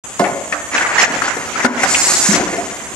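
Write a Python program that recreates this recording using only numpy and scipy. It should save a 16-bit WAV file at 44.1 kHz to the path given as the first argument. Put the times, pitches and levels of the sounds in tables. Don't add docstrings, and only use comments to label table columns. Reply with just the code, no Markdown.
import sys
import numpy as np
from scipy import signal
from scipy.fft import rfft, irfft, next_fast_len
from scipy.io import wavfile
from scipy.ndimage import uniform_filter1d

SR = 44100
rng = np.random.default_rng(int(sys.argv[2]) if len(sys.argv) > 2 else 0)


def nominal_scale(level):
    x = np.asarray(level, float) / 20
    return 10 ** x


def output_pcm(signal):
    pcm = np.clip(np.atleast_2d(signal).T, -1, 1) * 32767
    wavfile.write(sys.argv[1], SR, np.round(pcm).astype(np.int16))


N = 130095

# f/Hz, level/dB, t60/s
FRAME_MODES = [(198.5, -36, 0.083), (272, -24, 0.076), (295.2, -1, 0.4), (381, -3.5, 0.59), (558, -2, 0.47),
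               (679, -10.5, 0.33), (724, 2.5, 0.21), (981, 0, 0.19), (1070, -25, 0.1), (1216, -19, 0.89),
               (1461, -0.5, 0.15), (1767, 11.5, 0.041), (2084, 1, 0.17), (2507, -37, 0.096)]


def level(x, db):
    return x * nominal_scale(db) / np.sqrt(np.mean(x ** 2))


def curve(table, axis=1):
    rows = np.array(table)
    return np.interp(np.arange(N) / SR, rows[:, 0], rows[:, axis])


def colour(x, tone):
    rows = np.array(tone, float)
    hz = np.arange(N // 2 + 1) * SR / N + 1
    gain_db = np.interp(np.log(hz), np.log(rows[:, 0] + 1), rows[:, 1])
    return irfft(rfft(x) * nominal_scale(gain_db), N)


def butter(x, order, hz, kind="low"):
    return signal.sosfilt(signal.butter(order, hz, kind, fs=SR, output="sos"), x)


def ring(x, hz, t60_s):
    r = np.exp(-np.log(1000) / (max(t60_s, .005) * SR))
    w = 2 * np.pi * hz / SR
    return signal.lfilter([np.sin(w)], [1, -2 * r * np.cos(w), r * r], x)


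def walk(rate_per_s):
    k = int(SR / rate_per_s)
    steps = np.repeat(rng.standard_normal(N // k + 1), k)
    return 1.3 * uniform_filter1d(uniform_filter1d(steps, k), k)[:N]


def clicks(rate_per_s, spread_db):
    u = rng.random((3, N))
    size = nominal_scale(-spread_db * np.log(u[2] + .05))
    return (u[0] < rate_per_s / SR) * np.sign(u[1] - .5) * size


def breathing(x, flicker_db, swell_db, rate_per_s):
    spec, hz = rfft(x), np.arange(N // 2 + 1) * SR / N + 1
    out, swell = 0, walk(1.35)
    for centre_hz in 30 * 2 ** np.arange(0, 9.6, .4):
        offset = np.clip(np.log2(hz / centre_hz) / .4, -1, 1)
        band = irfft(spec * np.cos(np.pi / 2 * offset) ** 2, N)
        out = out + band * nominal_scale(flicker_db * walk(rate_per_s) + swell_db * swell)
    return level(out, 0)


def frame(x, weights_db):
    return sum(nominal_scale(db + w) * ring(x, hz, t60_s) for (hz, db, t60_s), w in zip(FRAME_MODES, weights_db))


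def knocks():
    # t/s, peak/dB, centre f/Hz, t60/s, mode spread/octaves
    struck_parts = [(0.1943, -2, 602, 0.11, .7), (0.199, -8, 195, 0.064, 0.083),
                    (0.205, -12, 573, 0.098, 0.032), (.209, -12, 730, 0.048, 0.024),
                    (.22, -6.5, 703, 0.078, 0.026), (.198, -13.5, 1090, 0.1, 0.04),
                    (.24, -16, 292, 0.09, 0.18), (.24, -11.5, 1800, 0.23, .5), (.26, -11, 859, 0.075, 0.13),
                    (.272, -15, 725, 0.084, 0.041), (.29, -19, 657, 0.9, 0.22),
                    (0.524, -7, 1800, 0.076, .45), (.524, -20, 652.5, 0.86, 0.23),
                    (0.7482, -8.5, 1690, .04, 0.18), (0.759, -15, 1530, 0.068, 0.15),
                    (.812, -13, 1805, 0.045, .1), (.85, -19, 1327, 0.11, 0.097),
                    (0.911, -22, 1130, 0.037, 0.087), (.9583, -7, 1960, .05, .07),
                    (.982, -3, 1700, .018, .3), (.779, -4, 1800, .02, .4), (.995, -9, 2100, .06, .12),
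                    (1.029, -6, 800, .045, .15), (1.0336, -2, 2150, .04, .25), (1.219, -4, 1600, .03, .3),
                    (1.28, -8.5, 1436, 0.029, 0.025), (1.367, -14, 477, .04, 0.67),
                    (1.557, -14.5, 1340, .09, 0.017), (1.577, -18, 1520, .07, .03),
                    (1.6455, -1, 900, .03, .8), (1.651, -4, 1465, .08, .015), (1.833, -2, 1750, .04, .45),
                    (1.836, -8, 773, .13, .015), (1.945, -5.5, 2350, 0.059, 0.32),
                    (2.286, -11, 262, 0.027, 0.29), (2.288, -6, 191.6, 0.12, 0.052),
                    (2.333, -11.5, 352, 0.061, 0.46), (2.405, -14.5, 324, 0.11, 0.38),
                    (2.528, -13, 396, .15, 0.68), (2.582, -15.5, 700, 0.21, 0.017),
                    (1.6465, -5.5, 427, 0.036, 0.318),
        (1.649, -6, 1900, 0.045, 0.19),
        (0.81, -10, 1550, 0.03, 0.084),
        (1.837, -7, 1600, 0.054, 0.143),
        (1.949, -9.5, 2800, 0.063, .15),
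        (.535, -16, 1400, 0.18, 0.31),
        (2.1, -23, 1250, .1, .02),
        (1.7, -17, 1030, 0.078, 0.031),
    ]
    push_s, crack_s, crack_db = 0.0093, 0.025, -12
    frame_db, frame_hz = -4, 515
    blows = struck_parts
    out, size = np.zeros(N + SR), SR // 3
    t = np.arange(size) / SR
    chance = rng.standard_normal((len(blows), 3, size))
    spots = rng.standard_normal((len(blows), len(FRAME_MODES)))

    def peak(x):
        return x / abs(x).max()

    for (s, db, hz, t60_s, octaves), (a, b, c), spot in zip(blows, chance, spots):
        push = 0.38 * a * np.exp(-t / min(push_s, t60_s / 12))
        push[:4] += 3
        push[:int(SR / hz / 2)] += 1.7 * (octaves < .3)
        part = 0
        for k, u in enumerate(np.linspace(-2.2, 2.2, 45) + .03 * b[:45]):
            hit = np.roll(push, 2 * k) * np.sign(c[k]) if octaves > .08 else push
            part = part + np.exp(-u * u / 2) * ring(hit, hz * 2 ** (octaves * u), t60_s)
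        body = frame(c * np.exp(-t / (2 * push_s)), 3.4 * spot)
        crack = butter(b, 2, [2500, 8500], "band") * np.exp(-t / crack_s)
        breadth = min(2 * octaves, 1)
        blow = peak(part) + nominal_scale(frame_db) * min(frame_hz / hz, 1) * breadth * peak(body)
        blow = blow + nominal_scale(crack_db) * breadth * peak(crack)
        i = int(s * SR)
        out[i:i + size] += nominal_scale(db) * (1 - t / t[-1]) * blow
    return butter(out[:N], 3, 140, "high")


def bed():
    start_s, thud_db, t60_s = 1.647, -9, 0.66
    centre_hz, beat_hz, balance = 244, 17.3, 1
    t = np.maximum(np.arange(N) / SR - start_s, 0)
    lower = np.sin(2 * np.pi * (centre_hz - beat_hz / 2) * (t - .012))
    upper = np.sin(2 * np.pi * (centre_hz + beat_hz / 2) * (t - .012))
    pair = (lower + balance * upper) / (1 + balance)
    return nominal_scale(thud_db) * pair * np.minimum(t / 0.0028, 1) * nominal_scale(-60 * t / t60_s)


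def foil():
    # t/s, level/dB, brightness/dB
    strain = [(.715, -30.5, 1), (.75, -18.5, 7), (.8, -20, 5.5), (.92, -24.5, 1), (.96, -17.5, 4),
              (1.03, -17, 17), (1.065, -31, 13), (1.14, -22.5, 3), (1.2, -29.5, 8.5), (1.3, -23.5, 10),
              (1.36, -36, 4.5), (1.54, -34, 13), (1.6, -22, 5), (1.8, -24.5, 9), (1.95, -24.5, 6),
              (2.25, -25.5, 2), (2.34, -21.5, 13), (2.43, -33, 11.5)]
    # f/Hz, level/dB per Hz
    sheet_tone = [(150, -6.5), (500, 0), (850, 5.5), (1100, 4), (1500, 6), (2100, 2), (2700, -7),
                  (3700, -18), (7000, -11), (11500, -46.5)]
    crackles_per_s, spread_db, fade_db_per_s = 2300, 5, -21
    crackle = level(clicks(crackles_per_s, spread_db), 0) + 2.1 * rng.standard_normal(N)
    x = breathing(colour(crackle, sheet_tone), 1.9, .2, 55.) * nominal_scale(1.2 * walk(90))
    low, high = butter(x, 4, 3000), butter(x, 4, 3000, "high")
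    t = np.arange(N) / SR
    fade_db = fade_db_per_s * np.maximum(t - strain[-1][0], 0)
    bright = low + high * nominal_scale(curve(strain, axis=2))
    return bright * nominal_scale(curve(strain) + fade_db) * (np.arange(N) > strain[0][0] * SR)


def air():
    # t/s, level/dB
    jet = [
        (1.8, -44),
        (1.84, -17),
        (1.862, -37),
        (1.885, -19.5),
        (1.95, -19),
        (2.1, -15),
        (2.3, -16),
        (2.37, -22),
        (2.41, -37),
    ]
    # f/Hz, level/dB per Hz
    jet_tone = [(1470, -44), (2500, -13), (2950, -17.5), (4410, -7.5), (7170, 1.0), (9620, -11.0),
                (11500, -16), (15000, -16), (22000, -120), (15000, -18)]
    t = np.arange(N) / SR
    hiss = breathing(colour(rng.standard_normal(N), sorted(jet_tone)), 0.8, 0.83, 11.28)
    cutoff = nominal_scale(-200 * np.maximum(t - jet[-1][0], 0))
    return hiss * nominal_scale(curve(jet)) * (t > jet[0][0]) * cutoff


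def rattle():
    # t/s, level/dB
    shaking = [
        (1.08, -31.5),
        (1.14, -25.5),
        (1.3, -38),
        (1.45, -31),
        (1.62, -39.5),
        (1.72, -33),
        (2.3, -29),
        (2.35, -19.5),
        (2.8, -41),
    ]
    bumps = uniform_filter1d(clicks(150, -2), size=20)
    x = sum(nominal_scale(db) * ring(bumps, hz, 0.098 * t60_s) for hz, db, t60_s in FRAME_MODES[:8])
    return level(x, 0) * nominal_scale(curve(shaking)) * (np.arange(N) > shaking[0][0] * SR)


def hall():
    # f/Hz, level/dB per Hz
    hall_tone = [(30, -31), (60, 9.5), (170, -2), (736, -3), (937, -3.5), (3360, -11), (4000, -18),
                 (5200, -14), (6640, -2), (11500, -18), (15000, -19), (22000, -120)]
    hall_db, leak_db, leak_hz, leak_width_hz = -31, -41, 7050, 1100
    edges_hz = [leak_hz - leak_width_hz / 2, leak_hz + leak_width_hz / 2]
    leak = level(butter(rng.standard_normal(N), 2, edges_hz, "band"), leak_db)
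    machines = breathing(colour(rng.standard_normal(N), hall_tone), 0.96, 0.59, 13.0)
    return nominal_scale(hall_db) * machines + leak * nominal_scale(0.48 * walk(6.9))


def room(near):
    t60_s, top_hz, stir_per_s = 1, 2350, 40
    t = np.arange(SR) / SR
    tail = rng.standard_normal(SR) * np.exp(-np.log(1000) * t / t60_s) * np.minimum(t / 0.0057, 1)
    tail = butter(tail, 1, top_hz)
    wet = signal.fftconvolve(near, tail / np.sqrt(sum(tail ** 2)))[:N]
    return np.real(signal.hilbert(wet, next_fast_len(N))[:N] * np.exp(1.5j * walk(stir_per_s)))


def ports(mid):
    # f/Hz, side minus mid/dB
    side_tone = [(30, -5), (110, 3), (200, -17), (380, -11), (700, -7.5), (1290, -1.5), (2380, -0.5),
                 (4400, -2), (8120, 0.5), (15000, 1)]
    drift_per_s, alike = 130, .4
    turn = alike * 1j + walk(drift_per_s) + 1j * walk(drift_per_s)
    shifted = np.real(signal.hilbert(mid, next_fast_len(N))[:N] * turn / abs(turn))
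    side = colour(shifted, side_tone)
    return np.array([mid + side, mid - side])


def scene():
    near = knocks() + foil() + rattle() + air()
    return ports(near + nominal_scale(-12.5) * room(near) + hall() + bed())


def duck(x):
    # t/s, depth/dB, hold/s, release/s
    dips = [
        (1.066, -4, .04, .04),
        (1.674, -13, .055, .07),
    ]
    attack_s, bass_hz, bass_share = .01, [130, 1030], 0.32
    t, db = np.arange(N) / SR, 0
    for s, depth_db, hold_s, release_s in dips:
        corners_s = [s - attack_s, s, s + hold_s, s + hold_s + release_s]
        db = db + depth_db * np.interp(t, corners_s, [0, 1, 1, 0])
    bass = signal.sosfiltfilt(signal.butter(1, bass_hz, "band", fs=SR, output="sos"), x)
    return bass * nominal_scale(bass_share * db) + (x - bass) * nominal_scale(db)


def thin(x):
    # f/Hz, surviving level re neighbourhood/dB
    survival = [(2500, -18), (4500, -3.5), (6500, -2.5), (8000, -3), (10000, 0.5), (11700, -2.5), (13500, 3),
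                (15500, 2)]
    hz, _, z = signal.stft(x, SR, nperseg=1024)
    power = abs(z) ** 2 + 1e-20
    near = uniform_filter1d(uniform_filter1d(power, size=5, axis=0), size=3, axis=1)
    wide = uniform_filter1d(uniform_filter1d(power, size=41, axis=0), size=3, axis=1)
    limit_db = np.interp(hz, *np.array(survival).T, left=-99)[:, None]
    contrast_db = 10 * np.log10((abs(near) + 1e-14) / (abs(wide) + 1e-14))
    keep = np.clip(contrast_db - limit_db, 0, 1)
    return signal.istft(z * keep, SR, nperseg=1024)[1][:N]


def band_limit(x):
    return signal.sosfilt(signal.butter(12, 16400, fs=SR, output="sos"), x)


def record(dry):
    # f/Hz, level/dB
    overall_tone = [(20, -18), (120, -6), (200, 0), (11600, 0), (11800, -60), (12800, -60), (13200, -9),
                    (14400, -2), (15700, -6), (15900, -60)]
    start_s = .0414
    limited = np.tanh(1.18 * duck(dry)) / 1.13
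    x = np.array([thin(colour(c, overall_tone)) for c in limited])
    return band_limit(x * np.clip((np.arange(N) / SR - start_s) / 0.004 + 1, 0, 1))


dry = scene()
out = record(dry)
output_pcm(out)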